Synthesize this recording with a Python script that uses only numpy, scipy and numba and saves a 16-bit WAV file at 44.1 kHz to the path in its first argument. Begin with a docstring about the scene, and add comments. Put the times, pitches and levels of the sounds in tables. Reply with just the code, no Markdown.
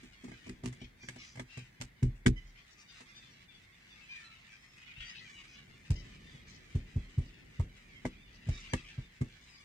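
"""Gulls over a wet car park

A dense flock screams around two spaced microphones at a car, and near birds stand out of the mass.
Each cry is a harmonic tone from the syrinx, roughened by fluttering membranes and filtered by the throat.
Knocks and thumps excite the damped modes of the bodywork, over gusty wind rumble and far hiss."""
import sys
import numpy as np
from scipy import signal
from scipy.fft import rfft, irfft, next_fast_len
from scipy.io import wavfile
from scipy.ndimage import uniform_filter1d
from numba import njit

SR = 44100
rng = np.random.default_rng(int(sys.argv[2]) if len(sys.argv) > 2 else 0)


def unload_audio(sound):
    """Save the sound as a 16-bit wav file, at the path given as the first command line argument."""
    columns = np.transpose(np.atleast_2d(sound))
    # keep every value between -1 and 1, then stretch to whole-number steps
    steps = np.round(np.clip(columns, -1, 1) * 32767)
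    wavfile.write(sys.argv[1], SR, steps.astype(np.int16))


N = 425124
SPACING = 34  # sound travel time between the microphones [samples]


def undb(db):
    """Amplitude ratio of a level in decibels."""
    return 10 ** (np.asarray(db) / 20)


def shape(hz, spectrum):
    """Spectral envelope [dB], interpolated on a logarithmic frequency axis."""
    points_hz, db = np.transpose(spectrum)
    return np.interp(np.log(np.maximum(hz, 1)), np.log(points_hz), db)


def noise(spectrum):
    """White noise filtered by a spectral envelope, at unit rms."""
    size = next_fast_len(N)
    gain = undb(shape(np.fft.rfftfreq(size, 1 / SR), spectrum))
    x = irfft(rfft(rng.standard_normal(size)) * gain, size)[:N]
    return x / x.std()


def jitter(rate):
    """Low-pass random modulation: values held 1 / rate s and smoothed, with a spread near 1."""
    hold = int(SR / rate)
    steps = np.repeat(rng.standard_normal(N // hold + 1), hold)
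    return 1.372 * uniform_filter1d(uniform_filter1d(steps, hold), hold)[:N]


def curve(table):
    """Linear interpolation of each column over time."""
    times, *columns = np.transpose(table)
    return [np.interp(np.arange(N) / SR, times, column) for column in columns]


def add(out, x, start, pan_db=0., lag=0):
    """Direction as level and time difference: the left is pan_db louder and lag samples later."""
    for ch, sign in enumerate((1, -1)):
        i = int(start * SR) + max(sign * lag, 0)
        part = x[max(-i, 0):max(N - i, 0)]
        out[ch, max(i, 0):max(i, 0) + len(part)] += part * undb(sign * pan_db / 2)


def highpass(x, hz):
    """Third-order roll-off: 18 dB per octave below the cutoff."""
    return signal.sosfilt(signal.butter(3, hz, "high", fs=SR, output="sos"), x)


@njit
def harmonics(cycles, envelope, gain):
    """Fourier synthesis on a common phase, one column of harmonic gains per output."""
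    out = np.zeros((gain.shape[1], len(cycles)))
    for i in range(len(cycles)):
        fundamental = np.exp(2j * np.pi * cycles[i])
        partial = fundamental
        for k in range(len(gain)):
            for band in range(gain.shape[1]):
                out[band, i] += gain[k, band] * partial.imag * envelope[i]
            partial *= fundamental
    return out


def syrinx(length, pitch, filters, shake, hoarse, warble, chance):
    """Source and filter: fluttering membranes modulate a harmonic tone in frequency and amplitude."""
    n = int(length * SR)
    i = int(chance[0] * (N - 2 * n))
    t = np.arange(n) / SR
    glide = np.interp(t, [0, length / 2, length], pitch)
    vibrato = warble * np.sin(2 * np.pi * (24 * t + chance[1]))
    hz = glide * (1 + vibrato + .06 * hoarse ** 3 * shake[i:i + n])
    flutter = np.sin(2 * np.pi * (70 + 60 * chance[2]) * t) + .95 * shake[i + n:i + 2 * n]
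    swell = np.sin(np.pi * t / length).clip(0) ** .55
    envelope = swell * undb(7 * hoarse * (np.minimum(flutter, 1.1) - .45))
    partial_hz = np.arange(1, int(11000 / max(pitch))) * pitch[1]
    gains = undb(np.transpose([response(partial_hz) for response in filters]))
    return harmonics(np.cumsum(hz) / SR, envelope, gains)


# Swell of the flock: (time [s], throat band level [dB], shrill band level [dB])
FLOCK_LEVELS = [(0, -73, -66), (.48, -65, -65), (.6, -81, -73.5), (.78, -68, -66), (.92, -87, -76),
                (1.22, -61, -58), (1.42, -84, -75), (1.58, -62, -57.5), (1.7, -73.5, -73),
                (2.3, -79, -74.5), (3.0, -67, -60.5), (3.7, -72.5, -71.5), (4.1, -61.5, -61.5),
                (4.7, -69.5, -69), (5.0, -52.5, -60.5), (5.3, -58, -61.5), (5.75, -67.5, -66.5),
                (6.1, -65.5, -64.5), (7.5, -68, -68), (8.4, -67.5, -68.5), (8.56, -57, -58.5),
                (8.9, -61, -61.5), (9.08, -69, -69.5), (9.64, -70, -63)]
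# Spectral envelopes of the two bands: (frequency [Hz], relative level [dB])
THROAT_SPECTRUM = [(410, -61), (700, -51.5), (1130, -18), (1240, -35.5), (1360, -9), (2450, 3), (2730, 1),
                   (3450, -7), (4500, -44.5), (5850, -64.5), (9900, -120)]
SHRILL_SPECTRUM = [(2240, 8), (3800, -1), (4340, -9), (5050, -8.5), (5500, -13), (7740, -11.5),
                   (11000, -14.5), (14300, -58), (22000, -120)]
CRIES_PER_S = 100
YELP_ARCH = np.array([.98, 1, .955])  # pitch ratio at start, middle and end


def flock():
    """Incoherent summation: hundreds of short hoarse cries from all sides merge into one mass."""
    low, high, shake = np.zeros((2, N)), np.zeros((2, N)), jitter(500)
    for chance in rng.random((int(CRIES_PER_S * N / SR), 13)):
        pitch = 560 * 2 ** (1.2 * chance[3]) * (1 + .089 * (chance[4:7] - .5)) * YELP_ARCH
        throat_hz = 1700 * 2 ** (1.21 * chance[10] ** 1.7)  # each bird favours its own bands
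        shrill_hz = 4300 * 2 ** (.62 * chance[11])
        filters = [
            lambda f: shape(f, THROAT_SPECTRUM) - 5 * np.minimum((np.log2(f / throat_hz) / .32) ** 2, 3),
            lambda f: shape(f, SHRILL_SPECTRUM) - 5 * np.minimum((np.log2(f / shrill_hz) / .5) ** 2, 3)]
        gain = undb(-2.5 * np.log(chance[7] + .046))
        length, hoarse = .035 + .13 * chance[8] ** 3, .45 + .4 * chance[12]
        throat, shrill = gain * syrinx(length, pitch, filters, shake, hoarse, warble=.012, chance=chance)
        start, side = chance[0] * (N / SR + .2) - .2, 2 * chance[9] - 1
        add(low, throat, start, 5 * side, lag=int(-SPACING * side))
        add(high, shrill, start, 5 * side, lag=int(-SPACING * side))
    bands = highpass([low, high], 1100)  # small throats carry no bass
    levels = uniform_filter1d(curve(FLOCK_LEVELS), SR // 20)
    out = np.zeros((2, N))
    for band, db in zip(bands, levels):
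        running_power = uniform_filter1d((band ** 2).mean(0), 9000) + .12 * band.var()
        out += band / np.sqrt(running_power) * undb(db)
    return out


# Strength of the wind: (time [s], level [dB])
WIND_LEVELS = [(0.0, -63), (0.32, -65), (0.46, -59.5), (0.67, -59.5), (1.4, -66.5), (2.04, -63.5),
               (2.25, -63.5), (2.52, -67), (2.76, -66), (4.72, -65.5), (5.83, -60), (6.01, -55.5),
               (6.44, -56.5), (7.14, -59), (7.43, -59), (8.4, -61), (8.59, -59), (9.64, -66)]
# Spectral envelope of the rumble: (frequency [Hz], relative level [dB])
RUMBLE_SPECTRUM = [(12, -20), (20, -2), (43, 0), (75, -7), (134, -4.5), (249, -10), (293, -15.5),
                   (357, -16.5), (745, -33.5), (1000, -43), (1300, -54.5), (2200, -120)]


def wind():
    """Gusty rumble whose coherence between the microphones is greatest in the bass."""
    side_spectrum = [(hz, db + 12 * np.log2(hz / 330) * (hz < 330)) for hz, db in RUMBLE_SPECTRUM]
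    common = noise(RUMBLE_SPECTRUM)
    side = undb(-12.5) * np.array([[1], [-1]]) * noise(side_spectrum)
    return (common + side) * undb(curve(WIND_LEVELS)[0] + 1.33 * jitter(14))


# Spectral envelope of the hiss: (frequency [Hz], relative level [dB])
HISS_SPECTRUM = [(180, -50), (300, -15), (734, -3.5), (1270, -5), (2120, 6.5), (2720, -12.5), (3540, -6),
                 (3850, -13.5), (7720, -19.5), (15800, -21.5)]


def far_hiss():
    """Stationary noise, uncorrelated between the microphones."""
    return undb(-67.5) * np.array([noise(HISS_SPECTRUM), noise(HISS_SPECTRUM)])


# Short yelps: (time [s], length [s], pitch [Hz], level [dB], formant / pitch [ratio], treble [dB],
# left minus right [dB])
YELPS = [(0.322, 0.03, 806, -55, 2.4, -17, -4), (0.803, 0.05, 1145, -54, 2.3, -7, 2.5),
         (1.013, .032, 1210, -53, 2, -7, -1), (1.189, 0.038, 1123, -51.5, 2, 0, -1),
         (2.367, 0.028, 1023, -48, 2.42, -18.5, -12.5), (2.44, 0.045, 995, -66, 1.7, -23, -9),
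         (2.542, 0.033, 700, -63, 3, -17, -12), (2.888, 0.035, 1226, -59.5, 3, 0, 10),
         (3.083, .032, 698, -52, 2.9, -9, -7), (3.158, 0.038, 1214, -51.5, 3.1, -5, 3),
         (3.229, 0.042, 1183, -58.5, 2.8, -15, 14), (3.489, 0.025, 1187, -55, 2.67, -21, 12),
         (3.547, 0.018, 1150, -57, 2.93, -17, 17), (3.672, 0.039, 1080, -59, 1.84, -21, -12),
         (3.725, 0.024, 1196, -62.5, 3, -12, -4), (3.901, 0.035, 1186, -53.5, 2.9, -12, -1.5),
         (3.97, .038, 1125, -57, 2, -11, 9), (4.014, .032, 1334, -59.5, 2, -24, 12),
         (4.094, 0.087, 1221, -43, 2.14, -17, 1), (4.191, 0.052, 1210, -57.5, 2.5, -17, 7),
         (4.246, 0.033, 1366, -55.5, 2.7, -18, -1.5), (4.299, 0.043, 1340, -54, 2.3, -25, -2),
         (4.502, .035, 1160, -59, 2, -14, 0), (4.778, 0.06, 1278, -59.5, 2.1, -10, 8),
         (4.878, 0.043, 1240, -56, 2, -20, 8), (5.003, 0.049, 1124, -45.5, 2.68, -24, 5),
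         (5.157, 0.046, 1293, -55, 2, -19, 17), (5.48, 0.075, 1254, -58, 2, -10, 1),
         (5.952, 0.061, 1030, -52, 2.5, -12, 4), (6.268, 0.04, 907, -61.5, 2, -16, 5.5),
         (6.383, .087, 1430, -76, 2, -2, 7), (6.483, 0.048, 840, -65.5, 4.6, -6, 11),
         (7.906, 0.042, 1090, -56.5, 2, -15, -4.5), (7.956, .029, 1060, -51, 2.3, -18, -6),
         (8.127, 0.035, 1254, -60, 2.1, -17, -3.5), (8.529, 0.079, 1255, -54.5, 3, -10, -6),
         (8.647, 0.035, 1190, -59, 2.5, -18, 3), (8.701, 0.033, 1180, -53, 1.9, 1, 3.5),
         (2.711, 0.025, 1155, -65.5, 4.9, -2, 13), (3.309, 0.034, 1125, -65.5, 4.7, 0, 5),
         (3.63, 0.032, 1230, -67, 2.9, -18, 3.5), (9.02, 0.058, 1206, -63.5, 3, -11, 0),
         (9.405, .05, 1200, -68, 3, -15, 1)]
# Gliding screams: (time [s], length [s], start pitch [Hz], middle pitch [Hz], end pitch [Hz],
# level [dB], formant [Hz], treble [dB], left minus right [dB])
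SCREAMS = [(.29, .16, 1010, 1000, 990, -67, 3000, -20, 0), (1.01, .08, 546, 590, 570, -63.5, 5600, 0, 0),
           (1.19, .16, 510, 492, 503, -62, 5400, 0, 0), (1.49, .14, 1350, 1370, 1180, -54.5, 2700, -10, 3),
           (4.16, .1, 920, 890, 860, -57, 1800, -20, 0), (4.2, .15, 1400, 1350, 1300, -60.5, 1350, -20, 0),
           (4.57, .24, 1290, 1320, 1300, -69.5, 5200, -9, 3),
           (4.96, .05, 850, 950, 1090, -54, 2900, -15, 4), (5.05, .07, 1150, 1190, 1310, -53, 4900, -9, 3),
           (5.21, .21, 545, 550, 580, -69.5, 6000, 0, 0), (5.34, .08, 980, 985, 975, -55.5, 2950, -20, 0),
           (5.48, .09, 505, 510, 507, -66, 5300, 0, 0), (6.24, .17, 1220, 1160, 1080, -60, 3500, -15, 0),
           (8.15, .17, 1090, 1200, 1110, -63.5, 3500, -14, -2),
           (9.49, .12, 1720, 1630, 1730, -63.5, 5000, 0, 4)]
# Harsh rasps: (time [s], length [s], level [dB], formant [Hz], left minus right [dB])
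RASPS = [(.03, 0.055, -61, 2600, 1), (0.462, 0.044, -58, 2400, 1), (0.813, .04, -53.5, 2930, 6),
         (1.538, 0.09, -57, 2400, 5), (2.468, 0.047, -71, 5370, 4), (2.556, 0.058, -62, 2750, 11.5),
         (2.776, 0.046, -64.5, 5500, 1.5), (4.499, 0.069, -53, 2130, -1), (5.153, 0.049, -52, 3630, 2.5),
         (5.915, .11, -61.5, 5040, 6), (6.479, 0.042, -65, 5660, -6), (6.535, 0.029, -65.5, 5300, 8),
         (7.237, 0.053, -70, 4770, 3), (8.335, 0.035, -67.5, 4800, 5), (8.5, 0.16, -62, 5360, 3),
         (8.842, 0.081, -53.5, 2700, 0.5), (9.3, .06, -63, 3250, 1), (9.417, 0.033, -71, 6200, 9)]
RASP_HZ, RASP_TREBLE_DB = 801, -11.5
YELP_HOARSE, SCREAM_HOARSE, LOW_SCREAM_HOARSE, RASP_HOARSE = .28, .36, .52, .95
LOW_CRY_HZ, FADE_S = 700, .016


def near_gulls():
    """Formant filtering: each cry has a throat resonance and a shrill band near 5 kHz."""
    out, shake = np.zeros((2, N)), jitter(400)
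    cries = [(start, length, hz * YELP_ARCH, db, ratio * hz, treble_db, pan_db, YELP_HOARSE)
             for start, length, hz, db, ratio, treble_db, pan_db in YELPS]
    cries += [(start, length, row[:3], *row[3:],
               SCREAM_HOARSE if row[1] > LOW_CRY_HZ else LOW_SCREAM_HOARSE)
              for start, length, *row in SCREAMS]
    cries += [(start, length, [RASP_HZ] * 3, db, formant_hz, RASP_TREBLE_DB, pan_db, RASP_HOARSE)
              for start, length, db, formant_hz, pan_db in RASPS]
    for row, chance in zip(cries, rng.random((len(cries), 3))):
        start, length, pitch, db, formant_hz, treble_db, pan_db, hoarse = row

        def response(hz):
            formant = -7 * (np.log2(hz / formant_hz) / .33) ** 2
            shrill = treble_db - 4 - 6 * (np.log2(hz / 5200) / .25) ** 2
            # low cries alternate strong and weak pulses, so their odd partials are fainter
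            odd = np.arange(1, len(hz) + 1) % 2 * (pitch[1] < LOW_CRY_HZ)
            return db + np.maximum(formant, shrill) - 5 * odd
        warble = .005 + .05 * length  # long screams waver more
        cry = syrinx(length + FADE_S, pitch, [response], shake, hoarse, warble, chance)[0]
        add(out, cry, start - FADE_S / 2, pan_db, lag=int(np.clip(-6 * pan_db, -SPACING, SPACING)))
    return highpass(out, 1000)


def ring(modes, t, damping, tilt_db, offset):
    """Modal superposition, peak 1: decaying sinusoids, detuned a little by where the blow lands."""
    hz, db, t60 = np.transpose(modes)[:, :, None]
    tones = undb(db + tilt_db) * np.sin(2 * np.pi * (hz * (1 + .12 * offset) * t + 9 * offset))
    x = (tones * np.exp(-np.log(1000) * damping * t / t60)).sum(0)
    return x / abs(x).max()


# Modes of the bodywork: (frequency [Hz], relative level [dB], t60 at unit damping [s])
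BOOM_MODES = [(37.47, 4.5, 0.57), (47, 2.5, .35), (63, 2.5, 0.27)]
BODY_MODES = [(89, -11, 0.33), (93.2, 6.5, 0.19), (109, 0.5, 0.25), (123.75, 3.5, 0.3), (138.6, -9, 0.45),
              (181.2, 0.5, 0.06)]
PANEL_MODES = [(190, -4, 0.1), (247.7, 2.5, 0.096), (322, -12, 0.13), (374.7, -6.5, 0.085),
               (429.4, -14.5, 0.1)]
RATTLE_MODES = [(497, 3, 0.062), (628, 10, 0.027), (810, 1.5, 0.041), (938, 3, 0.041), (1182, -1.5, 0.058)]
CLACK_MODES = [(1627, -2.5, 0.044), (1924, -6, .05), (2019, -1.5, 0.037), (2152, 0, 0.05),
               (3236, -3.5, 0.026)]
# Spectral envelope of the crack of contact: (frequency [Hz], relative level [dB])
CRACK_SPECTRUM = [(1470, -8), (2500, -4), (3970, -9), (8000, -7.5), (8640, -13), (9330, -11),
                  (10600, -30.5), (14800, -29), (15800, -48)]
# Ringing knocks, in relative levels:
# (time [s], body [dB], boom [dB], panel [dB], rattle [dB], clack [dB], crack [dB])
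KNOCKS = [(.031, -75, -58, -39, -72, -52.5, -61), (.24, -57, -61, -29.5, -46, -59, -58),
          (.28, -50, -55, -36, -49, -56, -62), (.315, -49, -60, -41, -47, -49, -66),
          (.465, -55, -55, -36.5, -44, -57, -58.5), (.491, -47, -46, -32.5, -54, -47.5, -53.5),
          (0.635, -37.5, -50, -29.5, -40, -52, -51.5), (.655, -36, -49, -28, -42, -58, -43),
          (0.672, -35.5, -54, -45, -60, -53, -62), (0.725, -52, -55, -45.5, -66, -53.5, -57),
          (0.815, -48, -46.5, -37.5, -49.5, -60, -67), (1.033, -53, -70, -44, -53, -49.5, -70),
          (1.085, -44.5, -73, -40, -51, -37, -48.5), (1.16, -50.5, -65, -41.5, -47, -53, -62),
          (1.355, -49.5, -59, -49.5, -48, -53, -58.5), (1.372, -43, -60, -46, -43, -49, -60),
          (1.394, -44, -54, -31.5, -36, -37, -49.5), (1.572, -38, -57, -37.5, -43.5, -54, -52),
          (1.801, -38.5, -64, -49, -53, -55, -66), (1.812, -49, -46, -38, -39.5, -42, -40),
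          (2.027, -19, -24, -20.5, -39, -46, -48), (2.261, -18.5, -21, -10, -24.5, -19, -30.5),
          (3.004, -67, -81, -51, -48, -56, -61), (4.973, -51, -44.5, -64, -77, -68, -81)]
# Muffled thumps: (the columns of KNOCKS, struck panel frequency [Hz])
THUMPS = [(5.904, -17.5, -22.5, -32.5, -41, -68, -47, 104.7),
          (6.342, -47.5, -58, -44.5, -58, -60, -77, 143), (6.752, -20, -28, -30, -46.5, -56, -54.5, 105.7),
          (6.961, -21, -26.5, -30.5, -48, -69, -65, 104), (7.18, -18.5, -28, -32, -46, -68, -59.5, 107.5),
          (7.596, -19.5, -28, -35, -36.5, -51.5, -55.5, 100.6),
          (8.051, -31, -35, -17.5, -27.5, -36, -47.5, 172), (8.469, -35.5, -47, -39, -56, -59, -62, 116),
          (8.487, -20.5, -24, -31, -40, -64, -49.5, 105.8),
          (8.734, -25, -32, -18.5, -20, -27.5, -39.5, 108), (8.981, -30, -36, -37.5, -49, -64, -80, 136),
          (9.212, -22.5, -39, -22.5, -38.5, -46, -55.5, 120)]
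# Contact: (push [ms], damping [ratio], time until a hand mutes it [ms], scrape at a -47 dB crack [ms])
KNOCK_CONTACT, THUMP_CONTACT = (14, .73, 54, 35.3), (12.1, 1.02, 27.4, 34.8)
KNOCK_PANEL_HZ, SHUDDER_DB, SHUDDER_T60_S = 130, -23, .37


def bodywork_blows():
    """Impact excitation: low modes reach both microphones alike; rattle, clack and crack differ."""
    out, t = np.zeros((2, N)), np.arange(SR // 3) / SR
    grit = np.array([noise(CRACK_SPECTRUM), noise(CRACK_SPECTRUM)]) * undb(3.3 * jitter(600))
    body_hz = np.array(BODY_MODES)[:, :1]
    rumble = noise(RUMBLE_SPECTRUM)
    blows = [(*row, KNOCK_PANEL_HZ, *KNOCK_CONTACT) for row in KNOCKS]
    blows += [(*row, *THUMP_CONTACT) for row in THUMPS]
    for row, chance in zip(blows, rng.random((len(blows), 4, 5, 1)) - .5):
        start, body_db, boom_db, panel_db, rattle_db, clack_db, crack_db = row[:7]
        struck_hz, push_ms, damping, mute_ms, scrape_ms = row[7:]
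        i = int(start * SR)
        stretch = slice(i // 2, i // 2 + len(t))
        rise = 1 - np.exp(-(t / push_ms * 1000) ** 2)
        mute = .036 + np.exp(-(t / mute_ms * 1000) ** 2)
        coupling_db = -6 * (np.log2(body_hz / struck_hz) / .3) ** 2
        body = rise * mute * ring(BODY_MODES, t, damping, coupling_db, 0)
        boom = rise ** 2 * (mute + .13) * ring(BOOM_MODES, t, damping, 0, 0)
        bass = -undb(body_db) * body / abs(body).max() - undb(boom_db) * boom / abs(boom).max()
        add(out, bass, start - .005, lag=int(18 * chance[2, 0, 0]))
        panel = undb(panel_db) * np.sqrt(rise) * ring(PANEL_MODES, t, damping, 4 * chance[0],
                                                      .12 * chance[1])
        add(out, panel, start - .004, 1.5 * chance[0, 0, 0], lag=int(44 * chance[1, 0, 0]))
        shudder = rise * undb(body_db + SHUDDER_DB - 60 * t / SHUDDER_T60_S) * rumble[stretch]
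        add(out, shudder, start)  # the car rumbles on after each blow
        scrape_ms *= 2 ** (-(crack_db + 47) / 37)  # harder blows scrape more briefly
        scrape = np.minimum(t / .0019, 1) * undb(-20 * t / scrape_ms * 1000)
        crack_envelope = scrape + .04 * undb(-60 * t / .12)
        for ch in range(2):
            rattle = ring(RATTLE_MODES, t, 25 / scrape_ms, 8 * chance[0], chance[2 + ch])
            clack = ring(CLACK_MODES, t, 25 / scrape_ms, 8 * chance[1], chance[3 - ch])
            clatter = undb(rattle_db) * rattle + undb(clack_db + 5.5) * clack
            crack = undb(crack_db + 2.5 * ch) * crack_envelope * grit[ch, stretch]
            out[ch, i:i + len(t)] += (clatter * np.minimum(t / .0028, 1) + crack)[:N - i]
    return out


def reflections(cries, t60=.2):
    """Reverberation by convolution: wet tarmac and far sheds smear the cries a little."""
    tail = rng.standard_normal((2, 6000)) * undb(-33 - 60 * np.arange(6000) / SR / t60)
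    return signal.fftconvolve(cries, tail, axes=1)[:, :N]


def scene():
    """Linear superposition of all sources at the two microphones."""
    gulls = near_gulls() + flock()
    return gulls + reflections(gulls) + bodywork_blows() + wind() + far_hiss()


def record(dry):
    """Band limiting: the microphones lose the deepest bass and the recorder cuts the top."""
    lowpass = signal.ellip(10, .2, 70, 15750, fs=SR, output="sos")
    return signal.sosfilt(lowpass, highpass(dry, 37))


dry = scene()
out = record(dry)
unload_audio(out)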